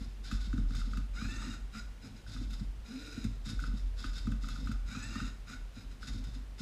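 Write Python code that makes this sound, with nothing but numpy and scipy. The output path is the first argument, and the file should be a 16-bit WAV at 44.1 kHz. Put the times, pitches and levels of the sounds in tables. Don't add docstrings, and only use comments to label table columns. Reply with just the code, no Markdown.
import sys
import numpy as np
from scipy import signal
from scipy.fft import rfft, irfft
from scipy.io import wavfile

SR = 44100
rng = np.random.default_rng(int(sys.argv[2]) if len(sys.argv) > 2 else 0)


def store_pcm(level_fs):
    pcm = np.round(np.clip(level_fs, -1, 1) * 32767).astype(np.int16)
    wavfile.write(sys.argv[1], SR, np.atleast_2d(pcm).T)


N = 291501
TIME = np.arange(N) / SR
FREQ = np.fft.rfftfreq(N, 1 / SR)

ARM_RISE_S, ARM_T60_S, ARM_WAVER_DB = .028, .24, 1.2
# [f/Hz, level/dB]
ARM_COLOUR = [(100, -10), (900, -9), (1800, -2), (2900, -5), (3400, -2), (5400, 4.5), (6200, -6),
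              (7800, -3), (9500, -14), (15000, -30)]
# [f/Hz, width/Hz, lift/dB]
ARM_BEAMS = [(1180, 160, 6.5), (1435, 290, 16), (2060, 330, 8.5), (2640, 120, 12), (3553, 95, 11),
             (3706, 216, 14), (4030, 130, 10), (4520, 110, 5.5), (5025, 250, 9.5), (6690, 920, 7.5),
             (11140, 1260, 12.5)]


def arm():
    strokes = [(s, length, gear_db) for s, length, gear_db, *_ in arm_strokes()]
    effort = runs(strokes, ARM_RISE_S, ARM_T60_S) * undb(ARM_WAVER_DB * walk(25))
    force = effort / effort.max()
    tooth_hz = 760 * (force + 0.022) ** .13 * (1 + 0.06 * walk(12))
    drive = gears(tooth_hz, whine_db=-13.5, flutter=0.01243, rate=3000, scatter_db=0.0, chatter_db=3.0)
    rasp = unit(colour(drive, ARM_COLOUR, ARM_BEAMS), 3000, 9000)
    slips = grains(rate=1600, scatter_db=1.0) * undb(1.0 * walk(120))
    scrape = unit(band(slips, 3180, 4830))
    scrape_share = np.clip(0.3 * force, 0, .8)
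    return (np.sqrt(1 - scrape_share) * rasp + np.sqrt(scrape_share) * scrape) * effort


FLIP_STROKES = [(0.0, .112, -51, -56), (0.162, .075, -50.5, -54), (0.27, .11, -65, -44),
                (0.445, .055, -56, -47), (0.522, .04, -48, -50), (0.6, .16, -60, -47)]
LIFT_STROKES = [(0.0, .095, -52.5, -48), (0.105, .085, -57, -49), (0.232, .03, -54, -48),
                (0.303, .045, -59.5, -50.5)]
LOWER_STROKES = [(0.0, .075, -50, -43), (0.152, .085, -56.5, -46), (0.288, .07, -57.5, -53),
                 (0.395, .03, -67, -74)]
# [t/s, rocking level of the rig/dB]
FLIPS = [(0.221, -33), (3.95, -36.5)]
LIFTS = [(2.25, -38.5), (5.997, -39)]
LOWERINGS = [(-0.322, -38.5), (3.43, -33.5), (6.568, -45)]


def arm_strokes():
    strokes = []
    for starts, pattern in [(FLIPS, FLIP_STROKES), (LIFTS, LIFT_STROKES), (LOWERINGS, LOWER_STROKES)]:
        for s, rock_db in starts:
            for offset, length, gear_db, judder_db in pattern:
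                strokes.append((s + offset, length, gear_db, judder_db, rock_db))
    return strokes


# [t/s, length/s, gear level/dB, frame judder level/dB, rocking level/dB, target tooth rate f/Hz before hunting]
TWISTS = [(1.121, .425, -52.5, -49.5, -40.5, 923.5), (1.71, 0.086, -50.5, -52.5, -41, 848),
          (4.847, .435, -52.5, -52, -44, 918), (5.45, 0.089, -52, -52.5, -40, 846)]
# [f/Hz, level/dB]
TWIST_COLOUR = [(100, -3), (600, -8), (1000, -3.5), (1400, -1.5), (1850, 3.5), (2500, 2.5), (3100, -6),
                (4300, -2), (5600, -1), (7500, -4), (9500, -13), (12000, -15.5), (15000, -32)]
# [f/Hz, width/Hz, lift/dB]
CASE = [(1190, 53, 10.5), (1408, 270, 19), (2440, 340, 4.5), (2764, 170, 4.5), (3535, 44, 9),
        (3728, 175, 10.5), (3963, 310, 12.5), (5040, 190, 15.5), (6750, 330, 9), (7910, 180, 8.5),
        (8500, 460, -1)]


def twist():
    tooth_hz, gain = turntable(TWISTS)
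    drive = gears(tooth_hz, whine_db=-5, flutter=0.0119, rate=6000, scatter_db=3.5, chatter_db=-0.5)
    song = unit(colour(drive, TWIST_COLOUR, CASE), 2000, 9000)
    growl = slow_stage(tooth_hz, flutter=.1, overtone_db=-25)
    return (song + undb(4.5) * growl) * gain


# [t/s, length/s, gear level/dB, frame judder level/dB, rocking level/dB, target tooth rate f/Hz before hunting]
SPINS = [(2.0, 0.072, -57.5, -47.5, -52, 700), (2.144, 0.029, -56, -66, -41.5, 650),
         (2.832, .425, -55.5, -59, -50.5, 953), (3.29, 0.066, -66.5, -58, -56, 650),
         (5.726, 0.087, -59, -51.5, -42.5, 690), (5.884, 0.031, -57.5, -59, -44, 650)]
# [f/Hz, level/dB]
SPIN_COLOUR = [(100, -28), (460, 9.5), (650, -18), (1100, -14), (1850, -1.5), (2500, 0), (3100, -9.5),
               (4300, -4.5), (5800, -3.5), (7500, -10.5), (10000, -16), (12000, -19), (15000, -29)]


def spin():
    tooth_hz, gain = turntable(SPINS)
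    drive = gears(tooth_hz, whine_db=-17.0, flutter=0.0272, rate=3800, scatter_db=1, chatter_db=-1.0)
    free_case = CASE + [(1450, 150, 3), (4000, 220, 3)]
    rasp = unit(colour(drive, SPIN_COLOUR, free_case), 2000, 9000)
    torque = np.interp(tooth_hz, [687, 778, 893, 917], [0.13, 0.93, 0.89, 0.42])
    hum = slow_stage(tooth_hz, flutter=0.0407, overtone_db=-25)
    return (rasp + undb(13.5) * torque * hum) * gain


TABLE_RISE_S, TABLE_T60_S = 0.03, 0.14
START_HZ, RUN_UP_S, COAST_S = 470.2, .075, .14
HUNT_HZ, HUNT_DEPTH, HUNT_ONSET_S, HUNT_DB = 17.4, 0.029, 0.263, -1


def turntable(moves):
    tooth_hz, swing = np.full(N, START_HZ), np.zeros(N)
    for s, length, *_, top_hz in moves:
        since = TIME >= s
        t = TIME[since] - s
        coast = np.exp(-(np.maximum(t - length, 0) / COAST_S) ** 2)
        hunt_growth = np.minimum(t / HUNT_ONSET_S, 1) ** 2
        swing[since] = -np.sin(2 * np.pi * HUNT_HZ * t) * hunt_growth * coast
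        tooth_hz[since] = START_HZ + (top_hz - START_HZ) * (1 - np.exp(-t / RUN_UP_S)) * coast ** 2
    gain = runs([(s, length, db) for s, length, db, *_ in moves], TABLE_RISE_S, TABLE_T60_S)
    return tooth_hz * (1 + HUNT_DEPTH * swing), gain * undb(HUNT_DB * swing)


def gears(tooth_hz, whine_db, flutter, rate, scatter_db, chatter_db):
    tone, phase = whine(tooth_hz, flutter)
    rattle = grains(rate, scatter_db) * (1 + .5 * np.cos(phase)) * undb(chatter_db * walk(29))
    engaged = np.interp(tooth_hz, [640, 780], [.15, 1])
    pressed = np.clip(1 + .5 * walk(45), .2, 1.35)
    return unit(rattle) + undb(whine_db) * engaged * pressed * tone


# [multiple, relative level/dB]
MESH = [(1, -4.5), (2, -0.5), (3, 0), (4, -6.5), (5, -3.5), (6, -15), (7, -4.5), (8, -7), (9, -6.5)]


def whine(tooth_hz, flutter):
    phase = 2 * np.pi * np.cumsum(tooth_hz * (1 + flutter * walk(103.6))) / SR
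    harmonics = sum(undb(db + 3.5 * walk(35)) * np.sin(k * phase) for k, db in MESH)
    return unit(harmonics), phase


# [f/Hz, width/Hz, level/dB]
FRAME = [(96.5, 46, 1), (153, 25, -7.5), (216.4, 19, 2.5), (254.9, 15.7, 2), (285, 2.2, -7.5),
         (334.5, 15, 2.5)]


def slow_stage(tooth_hz, flutter, overtone_db):
    phase = 2 * np.pi * np.cumsum(.31 * tooth_hz * (1 + flutter * walk(41.0))) / SR
    overtone = np.sin(2 * phase + 2 * walk(37.0))
    hum = ring(np.sin(phase), FRAME) + undb(overtone_db) * overtone
    return hum * undb(2.7 * walk(32))


# [t/s, body peak level/dB before cage and mix, ring f/Hz, contact time/s]
CLACKS = [(0.313, -36.5, 1334, 0.0012), (0.529, -42.5, 1380, 0.001), (0.579, -44.5, 1370, 0.0016),
          (0.707, -45, 1330, 0.00096), (0.7466, -46, 1300, 0.0012), (0.814, -45, 1370, 0.0025),
          (0.9334, -39.5, 1324, 0.0015), (0.9722, -41, 1260, 0.001), (1.214, -40, 1250, 0.0015),
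          (1.253, -45.5, 1406, 0.0033), (1.4218, -44, 1220, 0.0022), (1.7493, -45.5, 1320, 0.0016),
          (1.7954, -52, 1410, 0.0054), (2.264, -54, 1500, 0.002), (2.363, -45.5, 1290, 0.0011),
          (3.244, -49, 1520, 0.0019), (3.5913, -42, 1436, 0.0023), (3.638, -38.5, 1370, 0.0019),
          (4.0416, -34, 1320, 0.00092), (4.2705, -41.5, 1280, 0.0012), (4.3205, -42, 1410, 0.00065),
          (4.4416, -44.5, 1310, 0.0019), (4.4864, -43.5, 1240, 0.0021), (4.5588, -46.5, 1400, 0.0033),
          (4.6717, -38.5, 1300, 0.0012), (4.7138, -43, 1370, 0.0024), (4.9493, -41.5, 1316, 0.002),
          (5.1543, -40, 1237, 0.0023), (5.2008, -37.5, 1344, 0.0018), (6.0288, -41.5, 1403, 0.0015)]
# [f/Hz, width/Hz, level/dB]
CAGE = [(1247, 28, 10), (1326, 100, 0.5), (1479, 54, 7), (1520, 41, -2), (2010, 47, -4), (2590, 64, 6)]


def clacks():
    out, t = np.zeros(N), TIME[:SR // 6]
    gaps = rng.uniform(0.0073, 0.024, (len(CLACKS), 3))
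    for (s, db, hz, contact_s), gap in zip(CLACKS, gaps):
        body = np.sin(2 * np.pi * hz * t) * blow(t, contact_s, 6 * contact_s)
        crack = rng.standard_normal(len(t)) * blow(t, rise_s=.0005, t60=0.074)
        clack = undb(db) * (body / np.abs(body).max() + undb(-9) * crack)
        add(out, s, clack)
        for k, delay in enumerate(np.cumsum(gap)):
            add(out, s + delay, undb(-16.5 - 22.0 * k) * clack)
    return band(out + ring(out, CAGE), 1370, 5600)


# [t/s, bend peak level/dB before frame and mix, ring f/Hz]
THUMPS = [(0.009, -39, 219), (0.321, -34, 218), (0.469, -39, 194), (0.535, -31.5, 253), (0.58, -30, 220),
          (0.707, -39, 215), (0.871, -42.5, 224), (0.975, -35, 200), (1.219, -34.5, 221), (1.473, -39, 224),
          (2.362, -44, 235), (2.411, -39, 269), (2.608, -34.5, 190), (3.174, -36.5, 246.3),
          (3.245, -28.5, 221.5), (3.734, -36, 216), (4.044, -39.5, 264), (4.272, -27.5, 228),
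          (4.318, -45, 223), (4.69, -33, 221), (4.967, -37, 218), (5.158, -34.5, 222), (5.212, -34.5, 217),
          (6.085, -51, 215.6), (6.147, -44, 255.2)]


def thumps():
    out, t = np.zeros(N), TIME[:SR // 4]
    lowest_hz = FRAME[0][0]
    sag = np.sin(2 * np.pi * lowest_hz * t) * blow(t, rise_s=.005, t60=.12)
    for s, db, hz in THUMPS:
        phase = 2 * np.pi * hz * t
        bend = (np.sin(phase) + undb(-28.5) * np.sin(2 * phase)) * blow(t, rise_s=0.0067, t60=0.036)
        add(out, s, undb(db) * (bend / np.abs(bend).max() + undb(-2.0) * sag))
    return out + undb(-3.5) * ring(out, FRAME)


# [t/s, noise level/dB before colour and mix]
TICKS = [(0.313, -44), (0.5302, -51), (0.5756, -52), (0.7507, -40.5), (0.972, -43), (2.5055, -44.5),
         (3.242, -39), (3.6, -43.5), (4.2677, -50), (4.3166, -48.5), (4.486, -40.5), (4.5584, -50),
         (4.659, -50), (4.7166, -42.5), (6.24, -46)]


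def ticks():
    out, t = np.zeros(N), TIME[:SR // 12]
    for s, db in TICKS:
        click, chatter = blow(t, rise_s=0.000079, t60=0.0066), blow(t, rise_s=0.0013, t60=0.052)
        add(out, s, undb(db) * rng.standard_normal(len(t)) * (click + undb(-2.5) * chatter))
    slope = [(500, -6), (2500, -3.5), (7000, -4.5), (8700, -5.0), (11200, -23.5), (13000, -9), (15000, -38)]
    return colour(out, slope, ARM_BEAMS)


def judder(gain):
    jolts = ring(grains(rate=500, scatter_db=4.5), FRAME)
    slope = [(50, -24), (100, 10.5), (290, 2.5), (370, -24.5), (480, -7.5), (700, -27), (2000, -35)]
    return unit(colour(jolts, slope)) * gain


def wobble(gain):
    def sway(hz):
        return np.sin(2 * np.pi * np.cumsum(hz + 2.447 * walk(5.82)) / SR)
    rocking = sway(hz=45.47) + undb(-11.5) * sway(hz=40.2)
    return np.sqrt(2) * rocking * gain * undb(2.3 * walk(35))


ROCK_LAG_S, ROCK_RISE_S, ROCK_T60_S = 0.077, 0.028, 0.86
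JUDDER_LAG_S, JUDDER_RISE_S, JUDDER_T60_S = 0.025, 0.012, 0.34
JUDDER_REST_DB, JUDDER_FLUTTER_DB = -65, 1.5
THUMP_JUDDER_DB, THUMP_ROCK_DB, THUMP_HOLD_S = -10.5, -7, 0.014


def shaking():
    motion = arm_strokes() + TWISTS + SPINS
    jolts = [(s + JUDDER_LAG_S, length, db) for s, length, _, db, *_ in motion]
    jolts += [(s, THUMP_HOLD_S, db + THUMP_JUDDER_DB) for s, db, _ in THUMPS]
    sways = [(s + ROCK_LAG_S, length, db) for s, length, _, _, db, *_ in motion]
    sways += [(s, ROCK_LAG_S + THUMP_HOLD_S, db + THUMP_ROCK_DB) for s, db, _ in THUMPS]
    shake = np.hypot(runs(jolts, JUDDER_RISE_S, JUDDER_T60_S), undb(JUDDER_REST_DB))
    rock = runs(sways, ROCK_RISE_S, ROCK_T60_S)
    return shake * undb(JUDDER_FLUTTER_DB * walk(42)), rock


def room(x, t60, wet_db):
    t = TIME[:SR // 2]
    tail = band(rng.standard_normal(len(t)), 450, 11200) * blow(t, rise_s=0.0051, t60=t60)
    return x + undb(wet_db) * signal.fftconvolve(x, tail / np.linalg.norm(tail))[:N]


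# [f/Hz, relative level/dB]
ROOM_TONE = [(40, -12.5), (200, -28.5), (440, -33.5), (750, -36.5), (1900, -40), (3050, -42), (4600, -45.5),
             (9000, -52.5), (15000, -61)]


def hiss():
    return unit(colour(rng.standard_normal(N), ROOM_TONE), 600, 950)


def undb(db):
    return 10 ** (np.asarray(db) / 20)


def band(x, lo, hi):
    return signal.sosfilt(signal.butter(2, [lo, hi], "band", fs=SR, output="sos"), x)


def unit(x, lo=20, hi=20000):
    inside = (FREQ > lo) & (FREQ < hi)
    power = 2 * np.sum(np.abs(rfft(x)[inside]) ** 2) / N ** 2
    return x / np.sqrt(power)


def walk(rate):
    slow = irfft(rfft(rng.standard_normal(N)) / (1 + (FREQ / rate) ** 4), N)
    return slow / slow.std()


def colour(x, points, peaks=()):
    hz, db = np.transpose(points)
    gain_db = np.interp(np.log(FREQ + 1), np.log(hz), db)
    for centre, width, lift in peaks:
        gain_db = gain_db + lift / (1 + ((FREQ - centre) / width) ** 2 * 2) ** 2
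    cepstrum = irfft(np.log(undb(gain_db)), N)
    cepstrum[1:N // 2] *= 2
    cepstrum[N // 2:] = 0
    return irfft(rfft(x) * np.exp(rfft(cepstrum)), N)


def ring(x, modes):
    return sum(undb(db) * signal.lfilter(*signal.iirpeak(hz, hz / width, fs=SR), x) for hz, width, db in modes)


def grains(rate, scatter_db):
    struck = rng.random(N) < rate / SR
    sign = np.sign(rng.standard_normal(N))
    return struck * sign * undb(scatter_db * np.clip(rng.standard_normal(N), -2, 2))


def blow(t, rise_s, t60):
    return (1 - np.exp(-(t / rise_s) ** 2)) * undb(-60 * t / t60)


def runs(rows, rise_s, t60):
    power = np.zeros(N)
    for s, length, db in rows:
        near = slice(*np.searchsorted(TIME, [s, s + length + 2 * t60]))
        t = TIME[near] - s
        fall_db = -60 * np.maximum(t - length, 0) / t60
        power[near] += (undb(db + fall_db) * (1 - np.exp(-(t / rise_s) ** 2))) ** 2
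    return np.sqrt(power)


def add(track, s, sound):
    start = max(int(s * SR), 0)
    track[start:start + len(sound)] += sound[:N - start]


def scene():
    shake, rock = shaking()
    motors = undb(-1.5) * arm() + undb(-1.5) * twist() + undb(-0.5) * spin()
    blows = undb(1.0) * clacks() + undb(-1.0) * thumps() + undb(-0.5) * ticks()
    frame = undb(0.5) * judder(shake) + undb(-1.0) * wobble(rock)
    robot = room(motors + blows, t60=0.43, wet_db=-9.0) + frame
    return (robot + undb(-71.0) * hiss())[None]


def record(dry):
    lean = signal.sosfilt(signal.butter(3, 24, "high", fs=SR, output="sos"), dry)
    return signal.sosfilt(signal.ellip(10, .2, 80, 15200, fs=SR, output="sos"), lean)


dry = scene()
out = record(dry)
store_pcm(out)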